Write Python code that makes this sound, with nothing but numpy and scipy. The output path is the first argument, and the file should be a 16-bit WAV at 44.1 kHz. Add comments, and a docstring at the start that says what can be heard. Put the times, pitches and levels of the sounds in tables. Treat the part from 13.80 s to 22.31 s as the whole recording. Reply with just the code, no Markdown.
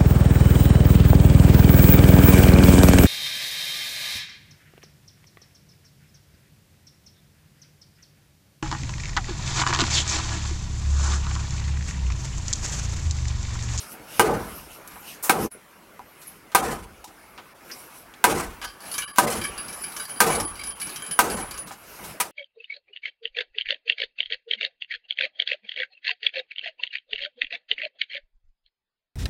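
"""The wash of the shore and a rustle come first, then a heavy mallet drives planking on a wooden hull.
Blows follow about once a second in an open boat shed: noise cracks, decaying sines ring the plank,
and noise shaped by hollow modes booms on while the gain control recovers.
Noise knocks, rustling, thin gliding squeaks and a steel fitting that jingles (ticks with ringing sines)
fill the gaps; the hiss drops out now and then, and one edit dips the sound."""
import sys
import numpy as np
from scipy import signal
from scipy.io import wavfile
from scipy.ndimage import uniform_filter1d

SR = 44100
rng = np.random.default_rng(int(sys.argv[2]) if len(sys.argv) > 2 else 0)


def store_pcm(level_fs):
    """Save levels as 16-bit WAV."""
    pcm = np.round(np.clip(level_fs, -1, 1) * 32767).astype(np.int16)
    wavfile.write(sys.argv[1], SR, np.atleast_2d(pcm).T)


def decibels_to_gain(level_db):
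    """Convert a level in decibels to a linear amplitude gain (20 dB per decade)."""
    exponent = np.asarray(level_db, float) / 20
    return 10 ** exponent


N = 375291
CUT_S = 1.7  # time of the edit

# ringing modes of the planks, before each strike varies them: pitch_hz, level_db, t60_s (time to fall 60 dB)
PLANK_MODES = [(213.5, -13.5, 0.12), (431, -14.5, 0.042), (556, -15, 0.089), (713, -6, 0.076),
               (785, 0, 0.084), (850, -9, 0.2), (975, 3.5, 0.083), (1117, -2.5, 0.045), (1225, -5, 0.16),
               (1280, -3.5, 0.081), (1390, -1.5, 0.03), (1517, -17, 0.41), (1565, 2, 0.077),
               (1820, -43, 0.073), (2000, -9.5, 0.042), (2175, -10, 0.088), (2463, -14, 0.093),
               (2890, -16, 0.15), (3570, -30, 0.021)]


def read(points, hz):
    """Reads a table over frequency, on a log axis."""
    f, value = np.transpose(points)
    return np.interp(np.log(hz + 1), np.log(f + 1), value)


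def add(mix, s, sound):
    """Mixes a sound in at time s."""
    part = mix[round(s * SR):][:len(sound)]
    part += sound[:len(part)]


def lumps(frames, bins, long, wide):
    """Random patches over (Hz, time), spread 1, smoothed over long frames and wide bins."""
    x = rng.standard_normal((frames, bins))
    x = uniform_filter1d(x, long, 0)
    x = uniform_filter1d(x, wide, 1).T
    return x / x.std()


def noise(length, field_db, size):
    """Random short-time spectra under a level field in dB over (Hz, s); rms about 0.5 where it starts."""
    hop = size // 4
    hz = np.fft.rfftfreq(size, 1 / SR)[:, None]
    frames = length // hop + 5
    level = decibels_to_gain(field_db(hz, np.arange(frames) * hop / SR) + np.zeros(frames))
    real, imaginary = rng.standard_normal((frames, len(hz), 2)).T
    spectra = (real + 1j * imaginary) * level
    x = signal.istft(spectra, nperseg=size, noverlap=size - hop)[1][:length]
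    return x / np.sqrt(np.sum(level[:, 0] ** 2) * 8 / 3)


def ring(modes, t, spread_db, detune=0, blur_hz=0):
    """Dying sines; every strike lands elsewhere, so levels, phases and, under load, pitches differ."""
    hz, db, t60 = np.transpose(modes)[:, :, None]
    share, phase, shift = rng.random((len(hz), 3)).T[:, :, None]
    # each tone is blurred: its phase takes a random step every 16 samples
    steps = rng.standard_normal((len(hz), len(t) // 16 + 1))
    wander = np.cumsum(steps, axis=1).repeat(16, axis=1)[:, :len(t)]
    wander = wander * np.sqrt(blur_hz * 8 / (np.pi * SR))
    turns = hz * (1 + detune * (shift - .5)) * t + phase + wander
    fall = decibels_to_gain(db + spread_db * (share - .5) - 60 * t / t60)
    return (fall * np.sin(2 * np.pi * turns)).sum(0)


def shore_wash():
    """Wash of the shore: noise, lumpy in time and pitch, that swells and sinks."""
    # colour of the wash, relative: pitch_hz, level_db (per Hz)
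    colour = [(15, -30.5), (25, -6), (117, -14), (149, -3), (180, -5.5), (677, -8.5), (1400, -7.5),
              (1890, -14), (2160, -11.5), (3340, -22.5), (7710, -27.5), (11300, -24), (14000, -29),
              (16000, -24.5)]
    # its rise and fall: time_s, level_db
    swell = [(0, -40.5), (.22, -41), (.38, -38.5), (.7, -37), (.85, -42), (1.4, -42), (1.69, -44),
             (1.74, -46.5), (3.8, -45.5), (3.95, -41.5), (4.25, -45), (4.75, -40.5), (4.99, -45.5),
             (5.06, -35.5), (5.35, -47.5), (5.72, -37), (6.4, -40), (6.95, -41.5), (7.1, -39), (7.8, -39),
             (8.0, -44.5), (8.3, -36), (8.51, -49)]
    t = np.arange(N) / SR
    field_db = lambda hz, s: read(colour, hz) + 2.66 * lumps(len(s), len(hz), 8, 6)
    return noise(N, field_db, size=1024) * decibels_to_gain(np.interp(t, *np.transpose(swell)))


def rustling():
    """Rustle of tarpaulin and clothes: lumpy noise in smooth swells, each with its own brightness."""
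    # colour of the rustle, relative: pitch_hz, level_db (per Hz)
    colour = [(1470, -25.5), (2500, -3.5), (2920, -2.5), (3360, -12), (5560, -6.5), (7080, -12),
              (11900, -4), (16000, -21)]
    # smooth swells: peak_s, half_length_s, level_db, brightness_db (per octave)
    swell_table = [(.0, 0.07, -36, 1), (0.126, 0.031, -42, 7), (0.365, 0.067, -33.5, -1.3),
                   (.62, 0.21, -43, 1.5), (0.775, 0.072, -46, 4.5), (0.937, 0.047, -43, 0.5),
                   (1.174, .1, -48.5, 8), (1.309, 0.047, -34, -2), (1.62, 0.068, -30.5, 3),
                   (2.473, 0.083, -47, 3.5), (3.46, 0.12, -66, 4), (3.972, 0.089, -42.5, 4),
                   (4.163, 0.061, -45, 1.5), (4.86, 0.061, -51, -3), (5.157, 0.1, -37, 1.7),
                   (5.204, 0.052, -38.5, -7.5), (5.758, .15, -45, -8), (6.0, 0.11, -42.5, 2.1),
                   (6.227, .12, -39, 2.1), (6.836, 0.11, -47, -5.5), (7.102, 0.087, -38.5, -1.1),
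                   (7.254, 0.16, -48, -4), (7.753, 0.14, -50, -8), (8.154, 0.13, -43.5, 2),
                   (8.293, 0.056, -42, 2)]
    t = np.arange(N) / SR
    coarse_t = t[::64]
    peak_s, half_s, db, bright_db = np.transpose(swell_table)[:, :, None]
    swells = decibels_to_gain(db) * np.exp(-((coarse_t - peak_s) / half_s) ** 2)
    level = decibels_to_gain(-56) + swells.sum(0)  # a faint rustle stays between the swells
    lean_db = (swells * bright_db).sum(0) / level  # the loudest swell weighs most in the brightness

    def field_db(hz, s):
        bright = np.interp(s, coarse_t, lean_db) * np.log2((hz + 30) / 6000)
        return read(colour, hz) + 3.2 * lumps(len(s), len(hz), 8, 20) + bright

    return noise(N, field_db, size=1024) * np.interp(t, coarse_t, level)


def squeak(length, db, top_hz):
    """A near sine that rises in pitch, crests and falls."""
    u = np.arange(0, length, 1 / SR) / length
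    hz = top_hz * (1 - .05 * (2 * u - 1) ** 2)  # 5 % lower at both ends
    return decibels_to_gain(db) * np.sin(np.pi * u) ** .5 * np.sin(2 * np.pi * np.cumsum(hz) / SR)


def knock(db, hz, octaves, t60):
    """A burst of noise around one pitch; the plank modes near that pitch answer briefly."""
    t = np.arange(SR // 4) / SR
    colour_db = lambda f, s=0: -6 * (np.log2((f + 30) / hz) / octaves) ** 2
    puff = noise(len(t), colour_db, size=256) * decibels_to_gain(-60 * t / t60)
    near_modes = [(f, d + 3 * colour_db(f), decay) for f, d, decay in PLANK_MODES]
    wood = 0.36 * ring(near_modes, t, spread_db=9.0)
    rise_s = 0.003 + 0.029 * t60  # longer scuffs start more softly
    click = 2.1 * puff * np.exp(-t / 0.0011 - t60 / 0.13)  # sharp front, lost in long scuffs
    return decibels_to_gain(db) * ((puff + wood) * (1 - np.exp(-t / rise_s)) + click)


def jingle(tick_db, lower_db, upper_db, body_db):
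    """A dry tick sets the steel's high pair and its lower modes ringing; their level wavers at random."""
    # colour of the tick, before its peak is added: pitch_hz, level_db (per Hz)
    tick_colour = [(500, -12), (1500, -5), (3500, -8.5), (5200, -5.5), (7500, -7), (12000, -3.5),
                   (16000, -22)]
    # lower modes of the steel, before each strike varies them: pitch_hz, level_db, t60_s
    steel_modes = [(1144, -14.5, 0.72), (1206, -16, 0.25), (1530, -9.5, 0.21), (1663, -9, 0.23),
                   (2306, -7, 0.21), (2980, -9, 0.16), (3130, -12, 0.29), (3880, -16.5, 0.25),
                   (4800, -10.5, 0.26), (5850, -30, 0.15)]
    t = np.arange(SR // 4) / SR
    tick_hz = 4560 * 2 ** (0.2 * rng.exponential())  # the peak strays upwards, in octaves

    def colour_db(hz, s):
        peak_db = 10.6 * np.exp(-(np.log2((hz + 30) / tick_hz) / 0.15) ** 2)
        return read(tick_colour, hz) + peak_db

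    tick = noise(len(t), colour_db, size=256) * decibels_to_gain(tick_db - 60 * t / 0.1)
    tick = tick * (1 + 1.58 * np.exp(-t / 0.0017))  # sharp front
    pair_modes = [(9943, lower_db, 0.26), (10134, upper_db, 0.35)]  # close together: Hz, dB, t60 s
    pair = ring(pair_modes, t, spread_db=2, blur_hz=9.4)
    body = decibels_to_gain(body_db) * ring(steel_modes, t, spread_db=17.5, detune=0.0293, blur_hz=44.6)
    waver = decibels_to_gain(2.5 * np.interp(t, np.arange(40) * .008, rng.standard_normal(40)))
    return (tick + body * waver) * (1 - np.exp(-t / 0.0015)) + pair * waver * (1 - np.exp(-t / 0.0053))


def boom_field(hz, s, tilt_db, stretch):
    """The hull fills and empties band by band; the boom is randomly lumpy, and its treble flickers."""
    # colour of the hull after a blow, relative: pitch_hz, level_db (per Hz)
    colour = [(18, -49), (30, -16), (259, -10.5), (319, -3.5), (526, -2), (584, -2.5), (702, -3.5),
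              (760, -2.5), (1250, -12.5), (1390, -15), (3580, -24), (10200, -18.5), (16000, -30)]
    # hollow modes standing out of the boom: pitch_hz, width_hz, level_db
    hollow_modes = [(47, 14, 5), (77.5, 11, 2), (139, 19, 3), (165, 22, 8.5), (219.3, 21, 12),
                    (273, 23, 7.5), (351, 32, 7), (422, 25, 5), (469, 22, 11.5), (579, 15, 4.5),
                    (783, 22, 5), (1013, 52, 3.5), (1243, 24, 9), (1343, 34, 6), (1466, 5, 6)]
    # time to fill, before the stretch; bass and highest treble fill late, the middle quickly: pitch_hz, rise_s
    rise = [(40, 0.14), (200, 0.085), (600, 0.07), (1500, 0.0069), (14000, 0.12)]
    # time to fall 60 dB, before the stretch: pitch_hz, t60_s
    decay = [(40, 1), (150, 0.5), (500, 0.35), (1500, 0.49), (5000, 0.4), (14000, 0.38)]
    modes_db = sum(db * np.exp(-((hz - f) / width) ** 2) for f, width, db in hollow_modes)
    fill_db = 20 * np.log10(1.001 - np.exp(-(s + 0.015) / (stretch * read(rise, hz))))
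    flicker_db = 4.2 * lumps(len(s), 1, 1, 1) * (hz > 1800)
    rough_db = 3.34 * lumps(len(s), len(hz), 3, 6) + flicker_db
    # the tilt turns about the hull's hollow, near 190 Hz
    lean_db = tilt_db * np.log2(np.maximum(hz, 40000 / (hz + 30)) / 1000)
    shape_db = fill_db + rough_db - 60 * s / (stretch * read(decay, hz))
    return read(colour, hz) + modes_db + lean_db + shape_db * (s > 0)


def blow(crack_db, wood_db, tilt_db):
    """Snap, crack and plank ring, driven while the mallet presses and falling as it lifts; then the boom."""
    # colour of the splintery burst of contact, relative: pitch_hz, level_db (per Hz)
    crack_colour = [(880, -27.5), (1500, -6.5), (2640, -5.5), (3030, -15.5), (3410, -10.5), (7240, -12),
                    (9470, -7), (16000, -16)]
    t = np.arange(SR) / SR
    stretch = 0.91 - 0.012 * tilt_db  # duller blows boom longer
    pressing = 0.31 + 1 / (1 + np.exp((t - .019) / 0.0074))  # lets go at about 19 ms
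    snap = 0.98 * rng.standard_normal(SR) * np.exp(-((t - .001) / 0.00014) ** 2)
    crack = noise(SR, lambda hz, s: read(crack_colour, hz), size=256)
    crack = crack * decibels_to_gain(-60 * t / 0.19) * (1 - np.exp(-t / 0.0031))
    plank = ring(PLANK_MODES, t, spread_db=9.0, detune=0.0043) * (1 - np.exp(-t / 0.0054))
    boom = noise(SR, lambda hz, s: boom_field(hz, s, tilt_db, stretch), size=2048)
    boom = boom * (1 - np.exp(-t / 0.0047))
    contact = decibels_to_gain(crack_db) * (snap + crack * pressing)
    return contact + decibels_to_gain(wood_db) * (decibels_to_gain(-0.4) * plank * pressing + boom)


def scene():
    """Places every sound; those begun before the edit stop at it, and shore and rustle run through."""
    # mallet blows, before the gain control: start_s, crack_db, wood_db, boom_tilt_db (per octave)
    blow_table = [(.395, 3.5, 7.5, -2.5), (1.495, 4, 2.5, -2.5), (2.7485, 7.5, 4.5, 0.2),
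                  (4.4405, 6.5, 4.5, 0), (5.384, 9, 7.5, 0.55), (6.4035, 11.5, 7, .5), (7.39, 11, 7, .5),
                  (8.4, -11, -23, 1.5)]
    # light knocks and scuffs on wood: start_s, level_db, centre_hz, width_octaves, t60_s
    knock_table = [(.198, -32, 326, 0.65, .1), (1.076, -28.5, 11200, 1.7, .054),
                   (1.105, -38, 1230, 2.4, 0.17), (1.158, -33, 1000, 1.2, .08),
                   (1.427, -14.5, 11300, 1, 0.24), (1.43, -26, 890, 1.23, 0.44),
                   (1.716, -27, 10200, 0.087, 0.12), (1.75, -35, 456, 0.38, 0.11),
                   (2.194, -29.5, 850, 0.43, .057), (2.417, -34.5, 4000, 2.1, 0.11),
                   (2.47, -26, 11000, 0.15, 0.11), (2.718, -33, 1500, 2.1, 0.089),
                   (3.24, -30, 920, .51, 0.072), (3.243, -25.5, 5000, 1.4, 0.12),
                   (3.578, -30, 1570, 1.2, .11), (3.897, -31.5, 1630, 0.83, 0.15),
                   (3.915, -24.5, 5300, 0.18, 0.1), (4.339, -35.5, 2840, .9, 0.053),
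                   (4.815, -25.5, 1710, 1.6, 0.22), (4.842, -25.5, 1570, 2.3, 0.074),
                   (4.86, -33.5, 4800, 0.22, 0.17), (5.36, -23, 6000, 2.9, .06),
                   (5.374, -19.5, 7000, 2.8, 0.094), (7.872, -29.5, 2400, 3, 0.13),
                   (7.909, -27, 990, 1.1, .095), (7.915, -31.5, 6160, 0.98, .12),
                   (8.19, -32.5, 1000, .71, 0.055), (8.24, -27.5, 5000, 2.6, .14)]
    # steel fitting jingling: start_s, tick_db, lower_ring_db, upper_ring_db, body_db
    jingle_table = [(4.815, -35, -48, -50, -35), (4.845, -29, -46, -46, -37), (5.004, -39, -47, -50, -59),
                    (5.02, -43, -57, -55, -49), (5.036, -43, -50, -53, -56), (5.054, -39, -42, -48, -55),
                    (5.114, -27, -30, -29, -56), (5.139, -24, -39, -44, -33), (5.18, -17, -31, -33, -29.5),
                    (5.22, -31, -58, -47, -29), (5.275, -43, -47, -39.5, -33.5),
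                    (5.501, -12.5, -23, -33, -29), (5.523, -19.5, -36, -32, -39),
                    (5.549, -28, -41, -30, -41), (5.613, -29.5, -41, -42, -34),
                    (5.639, -25.5, -32, -31, -32), (5.665, -40, -36, -34, -51),
                    (5.777, -31.5, -33, -30, -36), (5.845, -49, -49, -41, -47),
                    (5.881, -30.5, -43, -37, -43), (5.927, -33, -36, -34, -41), (6.015, -41, -35, -31, -51),
                    (6.037, -32, -36, -31, -40), (6.12, -34, -35, -46, -47),
                    (6.164, -23.5, -48.5, -35, -36), (6.196, -34, -29.5, -38, -33.5),
                    (6.252, -25.5, -46, -43, -33), (6.293, -37.5, -27, -34, -40.5),
                    (6.36, -67, -28.5, -51, -34), (6.499, -19, -35, -15, -19.5),
                    (6.549, -21, -32, -28, -34), (6.6, -20.5, -30, -34, -36),
                    (6.648, -39, -27, -28.5, -40.5), (6.754, -37, -45, -42, -43),
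                    (6.792, -36, -37, -42, -33), (6.835, -29.5, -42, -32, -37.5),
                    (6.869, -34, -25, -34, -44), (6.906, -38, -45, -57, -41), (6.999, -29, -35, -28, -46),
                    (7.015, -24.5, -39, -31, -38), (7.068, -31, -56, -60, -40), (7.093, -32, -34, -36, -41),
                    (7.159, -26, -36, -39, -36.5), (7.221, -33, -38, -29.5, -35),
                    (7.263, -36, -55, -38, -46), (7.31, -26, -21.5, -31, -34.5),
                    (7.499, -15.5, -32.5, -19, -27), (7.567, -31, -46, -32, -55),
                    (7.62, -54, -41, -33, -40), (7.709, -27, -47, -42, -40), (7.74, -38, -38, -46, -42),
                    (7.776, -30, -26.5, -38, -41)]
    # thin high squeaks: start_s, length_s, level_db, top_hz
    squeak_table = [(2.24, .115, -58, 13100), (4.695, .115, -61, 15100)]
    before, after = np.zeros((2, N))
    sources = ((blow_table, blow), (knock_table, knock), (jingle_table, jingle), (squeak_table, squeak))
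    for table, source in sources:
        for s, *row in table:
            add(before if s < CUT_S else after, s, source(*row))
    work = np.where(np.arange(N) < CUT_S * SR, before, after)
    return (work + shore_wash() + rustling())[None]


def gain_control(x):
    """Clamps whatever rises above -9 dB, then gives the level back steadily, which holds up the boom."""
    power_db = 10 * np.log10(signal.lfilter([.02], [1, -.98], x[0] ** 2) + 1e-12)
    recovery_db = np.arange(N) * 97.4 / SR  # 97.4 dB regained a second
    held_peak_db = np.maximum.accumulate(power_db + recovery_db) - recovery_db
    over_db = np.maximum(held_peak_db + 9, 0)
    return x / decibels_to_gain(uniform_filter1d(over_db, 40))


def dropouts(x):
    """The hiss drops out for some milliseconds: bins that do not stand above their neighbours sink."""
    # moments of dropout; a bin loses at most two thirds of depth_db: time_s, half_length_s, depth_db, from_hz
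    moments = [(2.819, 0.0078, -22, 1800), (2.877, 0.0053, -12, 2000), (3.263, 0.014, -16, 300),
               (3.74, 0.0074, -15, 1500), (3.995, 0.011, -1, 2000), (4.57, 0.0056, -1, 1400),
               (4.869, 0.0088, -9, 1500), (5.265, .016, -22, 100), (5.327, 0.0084, -17, 100),
               (5.464, 0.0074, -20, 1900), (6.268, .014, -16, 100), (6.664, 0.0098, -24, 1800),
               (6.812, 0.0068, -1, 300), (6.942, 0.012, -17, 1500), (7.187, 0.007, -6, 1500),
               (7.233, 0.0087, -10, 1500), (7.562, 0.0078, -21, 1800), (7.852, 0.011, -16, 2500)]
    hz, t, z = signal.stft(x, SR, nperseg=512, noverlap=448)
    level_db = 10 * np.log10(uniform_filter1d(abs(z) ** 2, size=9, axis=-1) + 1e-16)
    height_db = level_db - uniform_filter1d(level_db, size=25, axis=-2)
    weak = 1 / (1.5 + np.exp((height_db - 5.5) / 1.6))  # tones standing well over 5.5 dB go on
    depth_db = 0
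    for s, half, db, low in moments:
        in_treble = 1 / (1 + (low / (hz[:, None] + 1)) ** 6)
        depth_db = depth_db + db * np.exp(-((t - s) / half) ** 4) * in_treble
    return signal.istft(z * decibels_to_gain(depth_db * weak), SR, nperseg=512, noverlap=448)[1][:, :N]


def edit_fade():
    """Level around the edit: a fade of 41 ms down to -40 dB, then a return in 18 ms."""
    to_cut = np.arange(N) / SR - CUT_S
    closeness = np.clip(1 - np.maximum(-to_cut / 0.041, to_cut / 0.018), 0, 1)
    return decibels_to_gain(-40 * closeness ** 1.36)


def top_cut(x):
    """Nothing passes above the cut-off."""
    return signal.sosfilt(signal.butter(12, 16990, fs=SR, output="sos"), x)


def record(dry):
    """Gain control, dropouts, bass cut, soft clipping, the fade at the edit and a band limit."""
    held = dropouts(gain_control(dry))
    held = signal.lfilter(*signal.butter(2, 35, "high", fs=SR), held)
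    clipped = np.tanh(held / 0.86) * 0.9 * edit_fade()
    band_limit = signal.firwin(255, 16000, window=("kaiser", 8), fs=SR)
    mix = signal.oaconvolve(clipped, band_limit[None], "same")
    return top_cut(mix)


dry = scene()
out = record(dry)
store_pcm(out)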